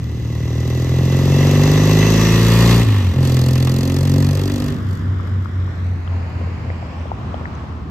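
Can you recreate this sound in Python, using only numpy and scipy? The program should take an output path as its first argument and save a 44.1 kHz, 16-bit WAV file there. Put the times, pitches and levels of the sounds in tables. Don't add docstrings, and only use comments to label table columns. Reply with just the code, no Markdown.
import sys
import numpy as np
from scipy import signal
from scipy.fft import rfft, irfft
from scipy.io import wavfile
from scipy.ndimage import uniform_filter1d

SR = 44100
rng = np.random.default_rng(int(sys.argv[2]) if len(sys.argv) > 2 else 0)


def magnitude_from_level(level_db):
    exponent = np.asarray(level_db, float) / 20
    return 10 ** exponent


def log_audio(samples):
    frames = np.atleast_2d(samples).T
    limited = np.clip(frames, -1, 1)
    pcm = np.round(limited * 32767).astype(np.int16)
    wavfile.write(sys.argv[1], SR, pcm)


N = 348390
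T = np.arange(N) / SR
HZ = np.fft.rfftfreq(N, 1 / SR)
ABREAST_S = 2.4

# [t/s, heard firing rate/Hz, exhaust level/dB, nearness/dB below the closest point]
RIDE = [(0, 38.19, -37.5, -24), (.46, 39.43, -27.5, -18.5), (.99, 43.3, -22.5, -12.5),
        (1.45, 47.4, -17.5, -6), (2.15, 54, -16.5, -2.5), (2.45, 56.37, -19, -1.5), (2.72, 58.1, -16.5, 1),
        (2.82, 57.9, -18.5, -4.5), (2.88, 54.14, -16.5, 1), (3.12, 42.22, -20, -3.5),
        (3.24, 44.92, -21.5, -8), (3.32, 42.12, -21.5, -10), (3.6, 42.98, -22, -12),
        (4.14, 46.47, -20, -14), (4.7, 49.32, -24.5, -16), (4.95, 47.19, -30, -23), (6, 44.24, -34, -25.5),
        (7.9, 38.77, -38, -35.5)]
# [shut t/s, burns return t/s, gas rush returns t/s, closing time/s]
THROTTLE = [
    (2.84, 3.14, 3.22, 0.0075),
    (4.74, 9.5, 9.5, 0.035),
]
COAST_S = THROTTLE[1][0]


def exhaust():
    # [f/Hz, gain/dB]
    pipe_gain = [(40, -35.5), (70, -10), (160, -4), (210, 0), (255, -4.5), (290, -5), (325, -8.5),
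                 (366, -7.5), (529, -11.5), (666, -20), (900, -26.5), (1500, -41.5), (4000, -93)]
    # [order, far ahead/dB, close/dB, from behind/dB]
    bark_orders = [(4, 8, 1, -0.5), (5, -1, 3.5, 5.5), (6, -2, -2, -1.5), (7, 1.5, 4, 1.5),
                   (8, 8, 0.5, 3.5), (9, 6.5, -5, -3.5)]
    hz, level_db, near_db = curves(RIDE)
    turns = firings(hz)
    close, rear = rise(1.0, .2), rise(3.02, .1)
    shifting, coasting = gear_change(), coast()

    weight = {}
    for k, far_db, close_db, rear_db in bark_orders:
        db = far_db + (close_db - far_db) * close + (rear_db - close_db) * rear
        weight[round(k)] = magnitude_from_level(db + 6 * (k < 5.5) * shifting)
    whole = sum(weight.get(k, 1) * (1 + .12 * drift(6)) * order(k, turns, 1.4) for k in range(4, 21))

    spread = 2.2 + .9 * rise(1.9, .35)
    half = sum(magnitude_from_level(min(-19 + 2.5 * k, -4)) * order(k + .5, turns, spread) for k in range(1, 21))
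    half = half * magnitude_from_level(5 + .48 * near_db - .5 * rear)

    strength = magnitude_from_level(.6 * rng.standard_normal(600))[np.round(turns).astype(int)]
    pulses = (whole + half * (1 + .12 * drift(19))) * uniform_filter1d(strength, size=200)
    pulses = pulses + .35 * delayed(pulses, .007614)
    pulses = pulses + 3 * passed(1.0, early_s=-1.6) * order(6, turns, 1.407)
    kerb_gain = .85 * np.exp(-((T - 2.38) / .28) ** 2)
    pulses = pulses + kerb_gain * delayed(pulses, .00883)

    gas = 1.6 * rng.standard_normal(N) * np.exp(-(turns % 1) / .6) * (1 - .6 * shifting)
    bark = colour(pulses + gas, pipe_gain)
    dull = signal.sosfilt(signal.butter(3, 330, fs=SR, output="sos"), bark)
    bark = steady(bark + coasting * (dull - bark))[0]
    bark_db = level_db - 7.5 * shut(column=1) - 3 * coasting
    direct = drone(hz, turns, near_db) + magnitude_from_level(bark_db) * bark

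    answer = 1.48 * rise(4.63, .56) * (1 - rise(COAST_S + .061, .091))
    return (direct + answer * delayed(direct, .0863)) / np.sqrt(1 + answer ** 2)


def drone(hz, turns, near_db):
    # [f/Hz, gain/dB]
    low_pipe = [(40, -12.5), (50, -5), (58, -0.5), (85, -2.5), (110, 1), (135, 5), (150, 1.5), (178, -5)]
    # [order, level abreast/dB, dB per dB of nearness, gear change/dB, coasting/dB]
    low_orders = [
        (1, -20, 0.56, -12, -3.5),
        (2, -14, .5, 2.5, 3.5),
        (3, -12, 0.65, -22.5, -19),
    ]
    u = T - 5.72
    slip = .2 + 1.9 * u - .125 * u ** 2
    back = .51 * rise(COAST_S + .13, .077)
    carry = magnitude_from_level(2.5 * rise(3.7, .12) - 5 * np.maximum(T - 6.2, 0))
    shifting, coasting = gear_change(), coast()
    out = 0
    for k, db, slope, shift_db, coast_db in low_orders:
        k = round(k)
        level_db = db + slope * near_db + read(low_pipe, k * hz)
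        level = magnitude_from_level(level_db + shift_db * shifting + coast_db * coasting)
        if k % 2 == 0:
            level = level * carry
        out = out + np.sqrt(2) * level * (order(k, turns, 1.3) + back * order(k, turns + slip, 1.3))
    lulls_s = (THROTTLE[0][0] + .01, THROTTLE[0][1], COAST_S + .07)
    return out * magnitude_from_level(sum(-9 * np.exp(-((T - s) / .014) ** 2) for s in lulls_s))


def firings(hz):
    return np.cumsum(hz) / SR + 0.466


def order(k, turns, sweep):
    return np.cos(2 * np.pi * (k * turns - sweep * np.log(k)))


def engine_noise():
    # [f/Hz, level/dB]
    clatter = [(700, -2), (1100, 3.5), (1500, -7.5), (1750, 0), (2000, 1), (2350, -5.5), (2700, -1.5),
               (3200, -7.5), (3800, 1.5), (4300, -14.5)]
    # [f/Hz, level/dB]
    hiss_front = [(3300, -6), (3800, -4), (4400, -2.5), (5000, -3), (6000, -4), (6800, -6.5), (8500, -13),
                  (10800, -13.5), (13000, -12), (15600, -21.5)]
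    # [f/Hz, level/dB]
    hiss_rear = [(3300, 0.5), (3800, -4), (4400, 5.5), (5000, -0.5), (6000, -2.5), (6800, -3.5),
                 (8500, -5.5), (10800, -5.5), (13000, -9.5), (15600, -14)]
    # [f/Hz on approach, width/Hz, level/dB]
    fin_rings = [
        (1130, 180, -20.5),
        (1987, 133, -11),
        (2665, 63, -14.5),
        (4230, 62, -25),
        (5830, 220, -17.5),
        (6300, 150, -16.5),
    ]
    clatter_db, hiss_db, share = noise_levels()
    behind = passed(.087)
    clatter_puffs = puffs(.056, .0087, 2.45, -.14)
    front_puffs = puffs(.026, .0026, 3.2, -1.7)
    rear_puffs = puffs(.036, .0039, 1.1, -.16)
    layers = [(closed(clatter), clatter_db, 1, .7, clatter_puffs),
              (closed(hiss_front, high_db=-1.5), hiss_db, np.sqrt(1 - behind), 1.01, front_puffs),
              (closed(hiss_rear, high_db=5.5), hiss_db, np.sqrt(behind), 1.01, rear_puffs)]
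    out = 0
    for points, db, facing, depth, gate in layers:
        part = np.clip(share * depth, 0, 1)
        drive = rng.standard_normal((2, N)) * np.sqrt(1 - part + part * gate ** 2)
        out = out + magnitude_from_level(db - 1.0) * facing * evened(colour(drive, points))

    doppler = 1 - .0796 * rise(2.33, .1)
    knocks = rng.standard_normal(N) * (.54 + clatter_puffs)
    fins = 0
    for hz, width, db in fin_rings:
        fins = fins + magnitude_from_level(db + 2.5 * drift(4.905)) * evened(resonate(knocks, hz * doppler, width))
    fins_db = clatter_db - 6 * behind + 3 * np.exp(-((T - 2) / .35) ** 2)
    return out + magnitude_from_level(fins_db) * np.array([fins, np.roll(fins, 3000)])


def noise_levels():
    # [t/s, lasts/s, hiss gain/dB]
    afterburns = [
        (4.938, 0.081, 12.5),
        (5.277, 0.023, 7),
        (5.445, 0.033, 6),
        (5.853, 0.027, 4),
    ]
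    near_db, closing, rear = curves(RIDE)[2], shut(column=2), rise(3.16, .12)
    clatter_db = -22 + near_db - 8.5 * closing
    hiss_db = -25.5 + near_db + 5 * rear - 9 * closing * (1 + .8 * rise(3.0, .2))
    hiss_db = hiss_db + sum(db * np.exp(-((T - s) / lasts_s) ** 2) for s, lasts_s, db in afterburns)
    share = .36 + (.28 - .36) * passed(.67)
    share = share + (.95 - share) * rear
    share = share + (.45 - share) * closing
    share = share + (.75 - share) * rise(afterburns[0][0] - .07, .02)
    return clatter_db, hiss_db, share


def puffs(lag, length_s, scatter_db, weak_db):
    hz = curves(RIDE)[0]
    turns = firings(hz) - lag + 2
    count = turns.astype(int)
    size = magnitude_from_level(scatter_db * rng.standard_normal(600))[count] * magnitude_from_level(weak_db * (count % 2))
    since_s = (turns % 1) / hz
    return evened(uniform_filter1d(size * np.exp(-since_s / length_s), size=170))


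def shut(column, rows=THROTTLE):
    return sum(rise(row[0], row[3]) - rise(row[column], .015) for row in rows)


def gear_change():
    return shut(column=1, rows=THROTTLE[:1])


def coast():
    return shut(column=1, rows=THROTTLE[1:])


def passed(width_s, early_s=0.):
    return 1 / (1 + np.exp(-(T - ABREAST_S + early_s) / width_s))


def echoes(x):
    # [delay/s, level/dB]
    fronts = [
        (0.034, -12),
        (0.078, -24),
        (0.116, -15.5),
        (0.189, -26.5),
        (0.259, -25.5),
    ]
    out = np.zeros((2, N))
    for s, db in fronts:
        for side, skew_s in enumerate((0, .0006)):
            late = round((s + skew_s * (1 - 2 * rng.random())) * SR)
            out[side, late:] += magnitude_from_level(db) * x[:N - late]
    return out


def road_dip(x):
    band = irfft(rfft(x, axis=1) * np.exp(-((HZ - 754) / 166) ** 2), N, axis=1)
    return x - .64 * np.exp(-((T - 2.35) / .31) ** 2) * band


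def slaps():
    # [t/s, peak level/dB, ring
    # f/Hz, left minus right/dB]
    tyre_strikes = [(5.2, -27.5, 1142, 17), (5.274, -31, 1368, 14), (5.458, -28, 1210, 23),
                    (5.678, -32, 1037, 18), (5.916, -41, 565.8, 1), (6.076, -25.5, 1324, 9),
                    (6.414, -23.5, 502.7, 4), (6.473, -25, 503.2, 3), (6.702, -19.5, 582, -2),
                    (6.827, -22, 704.5, 2.0), (7.056, -20, 590.4, 2), (7.117, -11.5, 795, 5.5),
                    (7.343, -14.5, 665, 4), (7.412, -24, 568, 2.0), (7.454, -24, 1020, 10),
                    (7.639, -28, 557, 3.0),
                    (6.0773, -32.5, 3092, -1), (6.702, -22, 1900, 7), (7.3432, -33.5, 3200, 0.0),
            (6.414, -29, 1050, 3), (6.432, -25, 520, 2), (6.702, -27, 1000, 0), (8.6, -25, 700, 4),
            (7.186, -26, 730, 3), (7.4558, -18, 1780, 6.0), (6.998, -45, 5930, 0.53),
            (7.5517, -42, 6300, 5.5)]
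    out = np.zeros((2, N + SR))
    for s, db, hz, pan_db in tyre_strikes:
        u = np.arange(900) / SR * hz
        cycles = .55 + hz / 1700
        swell = (u / cycles) ** 2 * np.exp(2 - 2 * u / cycles)
        ring = magnitude_from_level(db) * np.sin(2 * np.pi * u) * swell
        start = round((s - cycles / hz / 2) * SR)
        out[:, start:][:, :len(u)] += ring * magnitude_from_level(np.array([[.5], [-.5]]) * pan_db)
    return np.array([out[0, :N], np.roll(out[1], 15)[:N]])


def cars():
    # [t/s, roar level/dB, second notch of the road echo f/Hz]
    tyres = [
        (0, -53.5, 2610),
        (4.8, -39, 2540),
        (5.7, -39.5, 2720),
        (6.1, -38.5, 3400),
        (6.6, -37, 3500),
        (6.9, -35.5, 3740),
        (7.15, -36.5, 4530),
        (7.4, -36.5, 6600),
        (7.9, -40, 6900),
    ]
    # [f/Hz, level/dB]
    roar_tone = [(300, -11.5), (500, -1), (800, 1.5), (1100, 3.5), (1500, -4.5), (2100, -9.5),
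                 (3000, -15.5), (4500, -21), (6000, -26.5), (8000, -32.5), (11000, -44), (15600, -53)]
    # [f/Hz, level/dB]
    rumble_tone = [(25, -59), (45, -20.5), (62, 4), (85, -0.5), (118, 1.5), (170, -4), (230, -6),
                   (300, -11), (450, -18), (800, -65)]
    roar_db, notch_hz = curves(tyres)
    roar = evened(colour(rng.standard_normal((2, N)), closed(roar_tone, high_db=1)))
    echo = np.array([delayed(r, 1.5 / notch_hz) for r in roar])
    roar = roar + np.clip(1.1 - notch_hz / 5000, .05, .55) * echo
    roar = roar * magnitude_from_level(1.2 * drift(7))
    rumble = evened(colour(rng.standard_normal((2, N)), rumble_tone))
    rumble_db = -27 - 1.5 * rise(4.88, .08)
    return roar * magnitude_from_level(roar_db) + rumble * magnitude_from_level(rumble_db + 2.0 * drift(4.2))


def car_hum():
    # [t/s, f/Hz, level/dB]
    idle = [
        (5.2, 65.8, -54),
        (6.6, 65.8, -40.5),
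        (7.9, 63.5, -33),
    ]
    hz, db = curves(idle)
    level = magnitude_from_level(db + 3 * drift(6.9) - 30 * (1.5 - rise(idle[0][0], .1)))
    return level * np.sin(2 * np.pi * np.cumsum(hz + 1.5 * drift(4)) / SR)


def ports(pair, column):
    # [f/Hz, left leads/rad]
    stereo_phase = [(0, 0), (1300, .2), (1550, -1), (2200, .4), (2450, -.6), (3700, 2.9), (4300, 1.6),
                    (5500, 0), (7500, -.7), (8400, -2.3), (9300, -np.pi), (10600, -np.pi),
                    (12600, -2 * np.pi), (14200, -2 * np.pi), (16000, -9.1)]
    # [f/Hz, left minus right/dB]
    port_balance = [(300, 1), (1400, 3), (1900, -3.5), (2250, 2), (2500, -6.5), (3400, -6.5), (4000, 6),
                    (4400, -1.5), (5000, 6), (5900, 6.5), (7000, -0.5), (9000, 0)]
    # [f/Hz, likeness near/0-1, likeness far/0-1]
    stereo_same = [(60, 0.99, 0.93), (206, 0.99, 0.96), (504, 0.97, 0.52), (1210, 0.88, 0.11),
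                   (1800, 0.86, 0.088), (3500, 0.78, 0.15), (5450, 0.31, 0.14), (8640, 0.47, .45),
                   (9470, 0.98, 1), (10480, 1, 1), (11700, 0.43, .7), (12600, 0.71, 0.68),
                   (14200, 0.81, 0.83), (15200, .7, .6)]
    table = np.transpose(stereo_same)
    same = np.clip(read(np.transpose([table[0], table[column]]), HZ), 0, 1)
    a, b = rfft(pair, axis=1)
    balance_db = read(port_balance, HZ) * np.minimum(HZ / 700, 1) ** 2
    tilt = magnitude_from_level(balance_db / 2) * np.exp(.5j * np.interp(HZ, *np.transpose(stereo_phase)))
    return irfft([a * tilt, (same * a + np.sqrt(1 - same ** 2) * b) / tilt], N, axis=1)


def narrow_dips(x):
    # [f/Hz, width/Hz, depth/dB]
    dips = [
        (2295, 81, -4),
        (3750, 89, -5.5),
        (4410, 99, -4),
        (5400, 150, -5.5),
    ]
    gain_db = sum(db * np.exp(-((HZ - hz) / width) ** 2) for hz, width, db in dips)
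    return irfft(rfft(x, axis=1) * magnitude_from_level(gain_db), N, axis=1)


def evened(x):
    return x / np.sqrt(np.mean(x ** 2) + 1e-20)


def steady(x):
    return x / np.sqrt(uniform_filter1d((x ** 2).mean(0), size=9000) + 1e-20)


def read(points, hz):
    f, value = np.transpose(points)
    return np.interp(np.log(hz + 1), np.log(f + 1), value)


def curves(rows):
    s, *columns = np.transpose(rows)
    return [np.interp(T, s, c) for c in columns]


def closed(points, low_db=-40, high_db=-40):
    low = (points[0][0] * 0.88, points[0][1] + low_db)
    high = (points[-1][0] * 1.36, points[-1][1] + high_db)
    return [low] + list(points) + [high]


def colour(x, points):
    log_gain = np.log(magnitude_from_level(read(points, abs(np.fft.fftfreq(8192, 1 / SR)))))
    taps = np.fft.ifft(np.exp(np.conj(signal.hilbert(log_gain)))).real[:4096]
    return signal.oaconvolve(np.atleast_2d(x), taps[None], axes=1)[:, :N]


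def resonate(x, hz, width):
    turn = np.exp(2j * np.pi * np.cumsum(hz) / SR)
    r = np.exp(-np.pi * width / SR)
    return (turn * signal.lfilter([1], [1, -2 * r, r ** 2], x * turn.conj())).real


def delayed(x, late_s):
    return np.interp(T - late_s, T, x)


def drift(rate_hz):
    knots = rng.standard_normal(400)
    return np.interp(T * rate_hz, np.arange(len(knots)), knots)


def rise(at_s, width_s):
    return .5 + .5 * np.tanh((T - at_s) / width_s / 2)


def scene():
    beat, noise = exhaust(), engine_noise()
    returns = echoes(beat)
    high_pass = signal.butter(2, 230, "high", fs=SR, output="sos")
    other = magnitude_from_level(13.0) * signal.sosfilt(high_pass, returns[1])
    near = ports(noise + [beat, other] + magnitude_from_level(-7) * echoes(noise[1]), column=1)
    near = near + magnitude_from_level(-8) * returns
    return narrow_dips(road_dip(near)) + ports(cars(), column=2) + slaps() + car_hum()


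def low_pass(x):
    return signal.sosfilt(signal.butter(12, 15900, fs=SR, output="sos"), x)


def record(dry):
    cut = signal.sosfilt(signal.butter(3, 34, "high", fs=SR, output="sos"), dry)
    cut = signal.oaconvolve(cut, signal.firwin(401, 15750, window=("kaiser", 9), fs=SR)[None], "same")
    rounded = 1.3 * np.tanh(cut / 1.3)
    return low_pass(rounded)


dry = scene()
out = record(dry)
log_audio(out)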